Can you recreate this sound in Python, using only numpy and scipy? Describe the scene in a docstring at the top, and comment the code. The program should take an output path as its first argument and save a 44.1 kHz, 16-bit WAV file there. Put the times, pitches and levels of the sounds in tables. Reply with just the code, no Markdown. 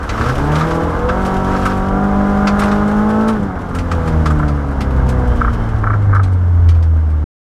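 """Inside a rally car on gravel.

A four-cylinder engine pulls hard out of a bend, then the driver lifts and it runs down to a boom.
Its orders sweep through the cabin's resonances, over road rumble and the roar of the bare shell.
Gravel sprays the wheel arches and stones strike the floor, setting a panel ringing.
As the car slows, the brakes rub faintly and a loose part chatters in short bursts."""
import sys
import numpy as np
from scipy import signal
from scipy.fft import rfft, irfft, next_fast_len
from scipy.io import wavfile
from scipy.ndimage import uniform_filter1d, minimum_filter1d, map_coordinates

SR = 44100
rng = np.random.default_rng(int(sys.argv[2]) if len(sys.argv) > 2 else 0)


def store_wav(level_fs):
    """Save 16-bit WAV to argv[1]."""
    pcm = np.round(np.clip(np.atleast_2d(level_fs), -1, 1) * 32767)
    wavfile.write(sys.argv[1], SR, pcm.T.astype(np.int16))


N = 327222

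# sliding wheels throw gravel into the arches: (start [s], length [s], hiss gain [dB])
SPRAY_EVENTS = [(.09, 0.22, 1), (.52, .22, 3.5), (1.458, 0.26, 3), (2.585, 0.18, 3)]


def amp(db):
    """Decibels to amplitude ratio."""
    return 10 ** (np.asarray(db) / 20)


def unit(x):
    """Normalisation to rms 1."""
    return x / np.sqrt(np.mean(x ** 2) + 1e-20)


def curves(rows):
    """Linear interpolation, at every sample, of each column after the time."""
    times, *columns = np.transpose(rows)
    return [np.interp(np.arange(N) / SR, times, column) for column in columns]


def wobble(knots_per_s):
    """Slow random modulation: a spline through Gaussian knots."""
    coarse = np.linspace(0, N, num=4000)
    knots = rng.standard_normal(2000)
    spline = map_coordinates(knots, [coarse * knots_per_s / SR], mode="wrap")
    return np.interp(np.arange(N), coarse, spline)


def swell(start_s, length_s, rise_s, fall_s):
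    """An envelope: linear rise, hold at 1, exponential decay."""
    t = np.arange(N) / SR - start_s
    return np.clip(t / rise_s, 0, 1) * np.exp(-np.maximum(t - length_s, 0) / fall_s)


def add(track, start_s, sound):
    """Superposition of a sound on the track."""
    part = track[max(round(start_s * SR), 0):][:len(sound)]
    part += sound[:len(part)]


def filtered(x, response):
    """Filtering as multiplication of the spectrum by a frequency response."""
    size = next_fast_len(N + SR // 4, True)
    return irfft(rfft(x, size) * response(np.fft.rfftfreq(size, 1 / SR)), size)[:N]


def spectral_gain(hz, spectrum):
    """Gain interpolated over log frequency from (frequency [Hz], level [dB]) points."""
    points_hz, db = np.transpose(spectrum)
    return amp(np.interp(np.log(hz + 1), np.log(points_hz), db))


def noise(spectrum):
    """Spectral shaping of white noise, at an rms near 1."""
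    return filtered(rng.standard_normal(N), lambda hz: unit(spectral_gain(hz, spectrum)))


def shell(cycles, rumble_db, roar_db, rasp_db, pulsing=0.14):
    """Structure-borne noise: the road shakes the body, and the firings modulate its roar and rasp."""
    # spectra of road, body and panels: (frequency [Hz], level [dB])
    rumble_spectrum = [(10, -22), (23, -10), (32, 0), (55, 0), (85, -2), (100, -7), (120, -18), (900, -120)]
    roar_spectrum = [(60, -10), (110, 1), (260, 2), (360, -.5), (750, .5), (1000, -2), (1300, -14),
                     (6000, -120)]
    rasp_spectrum = [(500, 1), (850, -7), (1150, 6.5), (1400, 4.5), (1650, 2), (1850, -6.5), (2150, -7),
                     (2600, -33.5), (4000, -26.5), (9000, -69.5)]
    pulse = unit(1 + pulsing * np.cos(2 * np.pi * cycles) + 0.14 * np.cos(np.pi * cycles))
    rumble = amp(rumble_db + 3.5) * noise(rumble_spectrum)
    roar = amp(roar_db - .2 + wobble(14)) * noise(roar_spectrum)
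    rasp = amp(rasp_db - .7 + 1.2 * wobble(28)) * noise(rasp_spectrum)
    return rumble + pulse * (roar + rasp)


def brakes(level_db=-51):
    """Friction noise: the pads sing faintly on the discs."""
    # rubbing pads: (frequency [Hz], level [dB])
    rub_spectrum = [(2500, -29.5), (3100, 2), (3450, -15), (4100, -24.5), (5400, -13), (7000, -35)]
    return amp(level_db) * swell(5.22, length_s=.42, rise_s=.08, fall_s=.06) * noise(rub_spectrum)


def gravel(hiss_db, grains_per_s=170, spread_db=6.5, grain_t60=0.08):
    """Shot noise: the energies of small random impacts add, flaring over a smooth hiss."""
    # gravel hiss: (frequency [Hz], level [dB])
    hiss_spectrum = [(1200, -24), (2400, 5), (3100, 4.5), (4200, -4), (5400, -2.5), (7000, -7), (9000, -11),
                     (12500, -16.5), (15000, -22), (15700, -40.5)]
    hits = rng.random(N) < grains_per_s / SR
    impacts = hits * amp(spread_db * np.minimum(rng.exponential(size=N), 4))
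    t = np.arange(SR // 20) / SR
    energy = signal.fftconvolve(impacts ** 2, amp(-120 * t / grain_t60))[:N]
    flare = unit(np.sqrt(np.abs(energy)))
    hiss = amp(hiss_db + 1.57) * noise(hiss_spectrum)
    return hiss + amp(hiss_db - 3.5) * flare * noise(hiss_spectrum)


def panel(force, size=4096):
    """Forced vibration: the force is convolved with a panel's minimum-phase impulse response."""
    # panel response: (frequency [Hz], level [dB])
    response = [(400, -33.5), (900, -17.5), (1110, -6), (1200, -3.5), (1370, -2), (1430, -22), (1510, -5),
                (1610, -10.5), (1750, -15), (2000, -28.5), (2270, -26), (2600, -50), (6000, -61),
                (15000, -85)]
    gain = unit(spectral_gain(np.fft.rfftfreq(size, 1 / SR), response))
    cepstrum = irfft(np.log(gain))
    # folding the cepstrum makes the ring causal
    cepstrum[1:size // 2] *= 2
    cepstrum[size // 2:] = 0
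    ring = irfft(np.exp(rfft(cepstrum)))
    return signal.oaconvolve(force, ring)[:N]


def clack(spectrum, size):
    """Noise with a random spectral ripple: each point of impact gives its own colour."""
    hz = np.fft.rfftfreq(size, 1 / SR)
    ripple_db = 2.2 * unit(uniform_filter1d(rng.standard_normal(len(hz)), size=90))
    gain = spectral_gain(hz, spectrum) * amp(ripple_db)
    return unit(irfft(rfft(rng.standard_normal(size)) * gain))


def grit(hiss_db, per_s=7, spread_db=6.5):
    """Sparse random impacts whose level follows the hiss, as rows for stones()."""
    rows = []
    for when, weight in rng.random((100, 2))[:round(per_s * N / SR)]:
        db = hiss_db[int(when * N)] + 8 + spread_db * (2 * weight - 1)
        rows.append((when * N / SR, db, 6, -10))
    return rows


def pebbles(per_s=29, spread_db=6.5):
    """A jittered train of small impacts during each spray, as rows for stones()."""
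    rows = []
    for start, length, _ in SPRAY_EVENTS:
        draws = rng.random((30, 2))[:round(per_s * length)]
        for k, (jitter, weight) in enumerate(draws):
            db = -29.5 + spread_db * (2 * weight - 1)
            rows.append((start + (k + jitter) / per_s, db, 13.5, -31))
    return rows


def stones(hiss_db, attack_s=.002, tail_t60=.11, snap_t60=0.0055, snap_db=2, size=8192):
    """Impact noise: each stone gives a decaying crack with a splintery top and knocks the panel."""
    # big stones on floor and arches, in relative levels:
    # (time [s], level [dB], knock gain [dB], splinter gain [dB])
    big_stones = [(0.091, -16, -2, -22), (0.209, -23.5, 17, -35), (.258, -24, 15, -18.5),
                  (.291, -24.5, 10, -17), (0.554, -17.5, -8, -22), (.608, -20, 9.5, -28.5),
                  (.706, -23.5, 0, -19.5), (1.088, -21, 13.5, -24.5), (1.653, -19, 14.5, -13),
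                  (2.471, -11.5, 1.5, -26), (2.593, -18.5, -9, -10), (2.616, -21.5, 15.5, -33),
                  (2.634, -19.5, 0, -16), (2.714, -22, 10, -26), (2.877, -32, -5, -9),
                  (3.281, -21.5, 7, -12.5), (3.748, -24, 8, -10.5), (3.785, -21.5, -2, -18.5),
                  (3.914, -21, 9, -16.5), (4.075, -22.5, 2, -17), (4.257, -18, 10, -17.5),
                  (4.303, -31, 17, -9), (4.48, -28, 6, -17), (4.806, -19.5, 2, -17.5),
                  (5.089, -24, -1, -10.5), (6.147, -32, 23, -13), (6.232, -27, -10, -14.5),
                  (6.319, -41.5, 10, -11), (6.687, -23.5, -7, -18), (6.746, -36.5, 7, -20.5),
                  (6.825, -32, -2, -15.5), (7.099, -42, 9, -12.5)]
    # spectra of an impact: (frequency [Hz], level [dB])
    crack_spectrum = [(900, -16.5), (1900, 14.5), (3200, 8), (5600, 3), (7500, -6.5), (10000, -20.5),
                      (15000, -39)]
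    splinter_spectrum = [(4500, -12.5), (8200, -2), (9500, -6), (12500, -14), (15000, -19), (15700, -21)]
    cracks, knocks = np.zeros(N), np.zeros(N)
    t = np.arange(size) / SR
    decay = amp(-60 * t / tail_t60) + amp(snap_db - 60 * t / snap_t60)
    blow = (1 - np.exp(-t / attack_s)) * decay
    for start, db, knock_db, splinter_db in big_stones + pebbles() + grit(hiss_db):
        crack = clack(crack_spectrum, size)
        splinter = amp(splinter_db + 5) * clack(splinter_spectrum, size)
        add(cracks, start, amp(db - 5.5) * blow * (crack + splinter))
        add(knocks, start, amp(db + knock_db - 5) * blow * rng.standard_normal(size))
    return cracks + panel(knocks)


def chatter(period_s=.0322, lead_s=.0065, rattle_t60=.08, slam_db=16, rattle_db=-8):
    """Intermittent contact: a loose part touches, slams home and rattles out against the panel."""
    # bursts of the loose part: (time [s], blows [count], relative level [dB])
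    bursts = [(4.401, 2, -11.5), (5.4166, 3, -6.5), (5.8414, 4, -8), (6.1353, 3, -9)]
    force = np.zeros(N)
    t = np.arange(SR // 6) / SR
    envelope = (1 - np.exp(-t / 0.00024)) * amp(-60 * t / rattle_t60)
    for start, count, db in bursts:
        for slam_s in start + period_s * np.arange(round(count)):
            add(force, slam_s, amp([db + slam_db]))
            rattle = envelope * rng.standard_normal(len(t))
            add(force, slam_s - lead_s, amp(db + rattle_db) * rattle)
    return panel(force)


def orders():
    """Four unequal firings make one period, so lines lie at quarter multiples of the firing rate."""
    # weak lines 1/4, 1/2 and 3/4 above each whole multiple, one row a family:
    # (pulling level [dB], fall [dB/multiple], coasting level [dB], fall [dB/multiple])
    families = [(-36, 1.5, -42.5, 4.5), (-32, 4.5, -28, 6.5), (-34, 2.6, -41, 3)]
    # strong lines: (multiple of the firing rate [1], pulling level [dB], coasting level [dB])
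    strong_orders = [(.5, -33.5, -31), (1.5, -37.5, -35), (2, -29.5, -34.5), (2.75, -31.5, -48.5),
                     (3, -31.5, -39), (3.75, -34.5, -45.5), (4, -32.5, -38.5), (5, -34.5, -43),
                     (6, -35, -45.5), (7, -37, -46), (8, -43.5, -48.5)]
    levels = {}
    for quarter, (pull_db, pull_fall, coast_db, coast_fall) in enumerate(families, 1):
        for multiple in np.arange(quarter / 4, 8):
            levels[multiple] = (pull_db - pull_fall * multiple, coast_db - coast_fall * multiple)
    for multiple, pull_db, coast_db in strong_orders:
        levels[multiple] = (pull_db, coast_db)
    return [(multiple, *db) for multiple, db in levels.items() if multiple >= .5]


def cabin_response(hz, cutoff_hz=1460):
    """Gain in dB of the cabin's resonances and antiresonances behind the low-pass of the bulkhead."""
    # peaks and dips: (frequency [Hz], width [Hz], gain [dB])
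    resonances = [(73.5, 8.7, 11.5), (149, 6, 5.5), (231, 14, 7), (292.2, 10.2, 8.5), (324.4, 7.5, 3),
                  (352, 10.8, -22), (402, 9, -4), (450, 10, 2), (496.6, 19.2, 14), (541, 46, -9.5),
                  (611, 26, 11), (660, 68, -9), (740.6, 15.5, 10.5), (920, 42, 1.5), (1416, 65, 4)]
    resonance_db = sum(db * np.exp(-.5 * ((hz - centre) / width) ** 2) for centre, width, db in resonances)
    return resonance_db - 10 * np.log10(1 + (hz / cutoff_hz) ** 10)


def exhaust(angle, throttle, effort_db, lift):
    """Uneven combustion off the throttle: a burble of noise, modulated at the firing rate."""
    # exhaust burble: (frequency [Hz], level [dB])
    burble_spectrum = [(20, -50), (75, 0), (170, 0), (250, -3), (330, -12), (3000, -120)]
    level = (1 - throttle) * amp(effort_db - 29.5 + 8.5 * lift)
    return level * (1 + 0.41 * np.cos(angle)) * noise(burble_spectrum)


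def engine(firing_hz, cycles, throttle, build_s=0.23):
    """Source and filter: the firing tone and its orders glide through the cabin's resonances."""
    # how hard the engine drives or brakes the car: (time [s], overtone gain [dB])
    effort = [(0, -21), (.25, -5), (.7, -1), (1.5, 1.5), (1.8, 0), (2.7, 0.5), (3.28, 2), (3.42, -2),
              (4.0, 2.5), (4.42, 1), (4.62, -2), (5.05, 4.5), (5.55, -2), (6.4, -3.5), (6.85, -6.5)]
    # the cabin booms or cancels at the firing tone: (frequency [Hz], coasting level [dB])
    boom = [(75, -14), (84.5, -7.5), (90, -12), (98, -9), (104, -15), (119, -24.5), (129, -18.5),
            (138, -29), (149, -17), (159, -18.5), (171, -30.5), (184, -28), (198, -17), (220, -15.5)]
    effort_db, = curves(effort)
    grid_hz = np.arange(2000)
    cabin_db = cabin_response(grid_hz)
    build_db = 40.5 * np.minimum(np.arange(N) / SR / build_s - 1, 0)
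    # as the throttle shuts, the tone falters and the exhaust splutters
    lift = swell(3.35, length_s=0.105, rise_s=0.038, fall_s=.05)
    tone_db = np.interp(firing_hz, *np.transpose(boom)) + 2 * throttle + build_db - 3 * lift
    angle = 2 * np.pi * (cycles + .005 * wobble(35))  # the crank runs slightly unevenly
    lines = amp(tone_db + 0.88 * wobble(35)) * np.sin(angle)
    for multiple, pull_db, coast_db in orders():
        order_db = coast_db + throttle * (pull_db - coast_db)
        level_db = effort_db + order_db + np.interp(multiple * firing_hz, grid_hz, cabin_db)
        phase = multiple * angle + rng.uniform(0, 2 * np.pi) + .14 * wobble(14)
        lines += amp(level_db + 1.8 * wobble(10) + 2.2) * np.sin(phase)
    return np.sqrt(2) * lines + exhaust(angle, throttle, effort_db, lift)


def scene():
    """Superposition of all sources between the seats."""
    # engine speed: (time [s], firing rate [Hz])
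    firing_rate = [(0, 93), (.2, 112), (.4, 141), (.7, 164.5), (.8, 164.5), (1.0, 175), (1.2, 189.7),
                   (1.83, 189.5), (2.05, 200), (2.5, 202), (2.9, 207), (3.31, 221.7), (3.52, 184),
                   (3.7, 174.5), (3.9, 169.5), (4.3, 153.3), (4.9, 132.8), (5.5, 116.5), (6.2, 96.5),
                   (6.4, 89), (7.24, 74.7)]
    # accelerator: (time [s], opening [0-1])
    pedal = [(0, 1), (3.3, 1), (3.4, 0), (7.3, 0)]
    # road noise, in relative levels: (time [s], rumble [dB], body roar [dB], gravel hiss [dB])
    road_levels = [(0, -25, -27.5, -49.5), (.22, -21, -25, -40), (.65, -31, -25, -45.5),
                   (1.1, -22, -26, -47), (1.27, -23.5, -24, -42), (1.42, -24, -26, -46),
                   (1.7, -26, -29, -43.5), (1.9, -25.5, -28.5, -49), (2.4, -24, -25.5, -46),
                   (3.3, -30, -28.5, -47), (3.55, -32, -29.5, -55), (3.78, -25.5, -29.5, -50.5),
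                   (4.1, -21.5, -26.5, -47.5), (4.68, -29, -29.5, -52.5), (4.9, -22.5, -28, -51.5),
                   (5.4, -19.5, -28, -50), (5.75, -23.5, -29, -52.5), (6.15, -25, -31.5, -56.5),
                   (6.42, -37, -35, -57), (6.6, -23.5, -34, -56.5), (6.9, -35, -37, -58.5)]
    firing_hz, = curves(firing_rate)
    throttle, = curves(pedal)
    rumble_db, roar_db, hiss_db = curves(road_levels)
    spray_db = sum(db * swell(start, length, rise_s=0.011, fall_s=0.027)
                   for start, length, db in SPRAY_EVENTS)
    rasp_db = roar_db - 2 + 2 * throttle + 0.63 * spray_db  # part of each spray reaches the panels
    cycles = np.cumsum(firing_hz) / SR
    car = engine(firing_hz, cycles, throttle) + shell(cycles, rumble_db, roar_db, rasp_db)
    return (car + gravel(hiss_db + spray_db) + brakes() + chatter() + stones(hiss_db))[None]


def record(dry, ceiling=.86, limiter_s=.004, end_s=7.242, top_hz=15600):
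    """Peak limiting and band limiting; the sound ends abruptly."""
    width = round(limiter_s * SR)
    needed_gain = ceiling / np.maximum(np.abs(dry[0]), ceiling)
    gain = uniform_filter1d(minimum_filter1d(needed_gain, 2 * width), width)
    gate = np.clip((end_s - np.arange(N) / SR) / .002, 0, 1)
    return filtered(dry[0] * gain * gate, lambda hz: hz < top_hz)[None]


dry = scene()
out = record(dry)
store_wav(out)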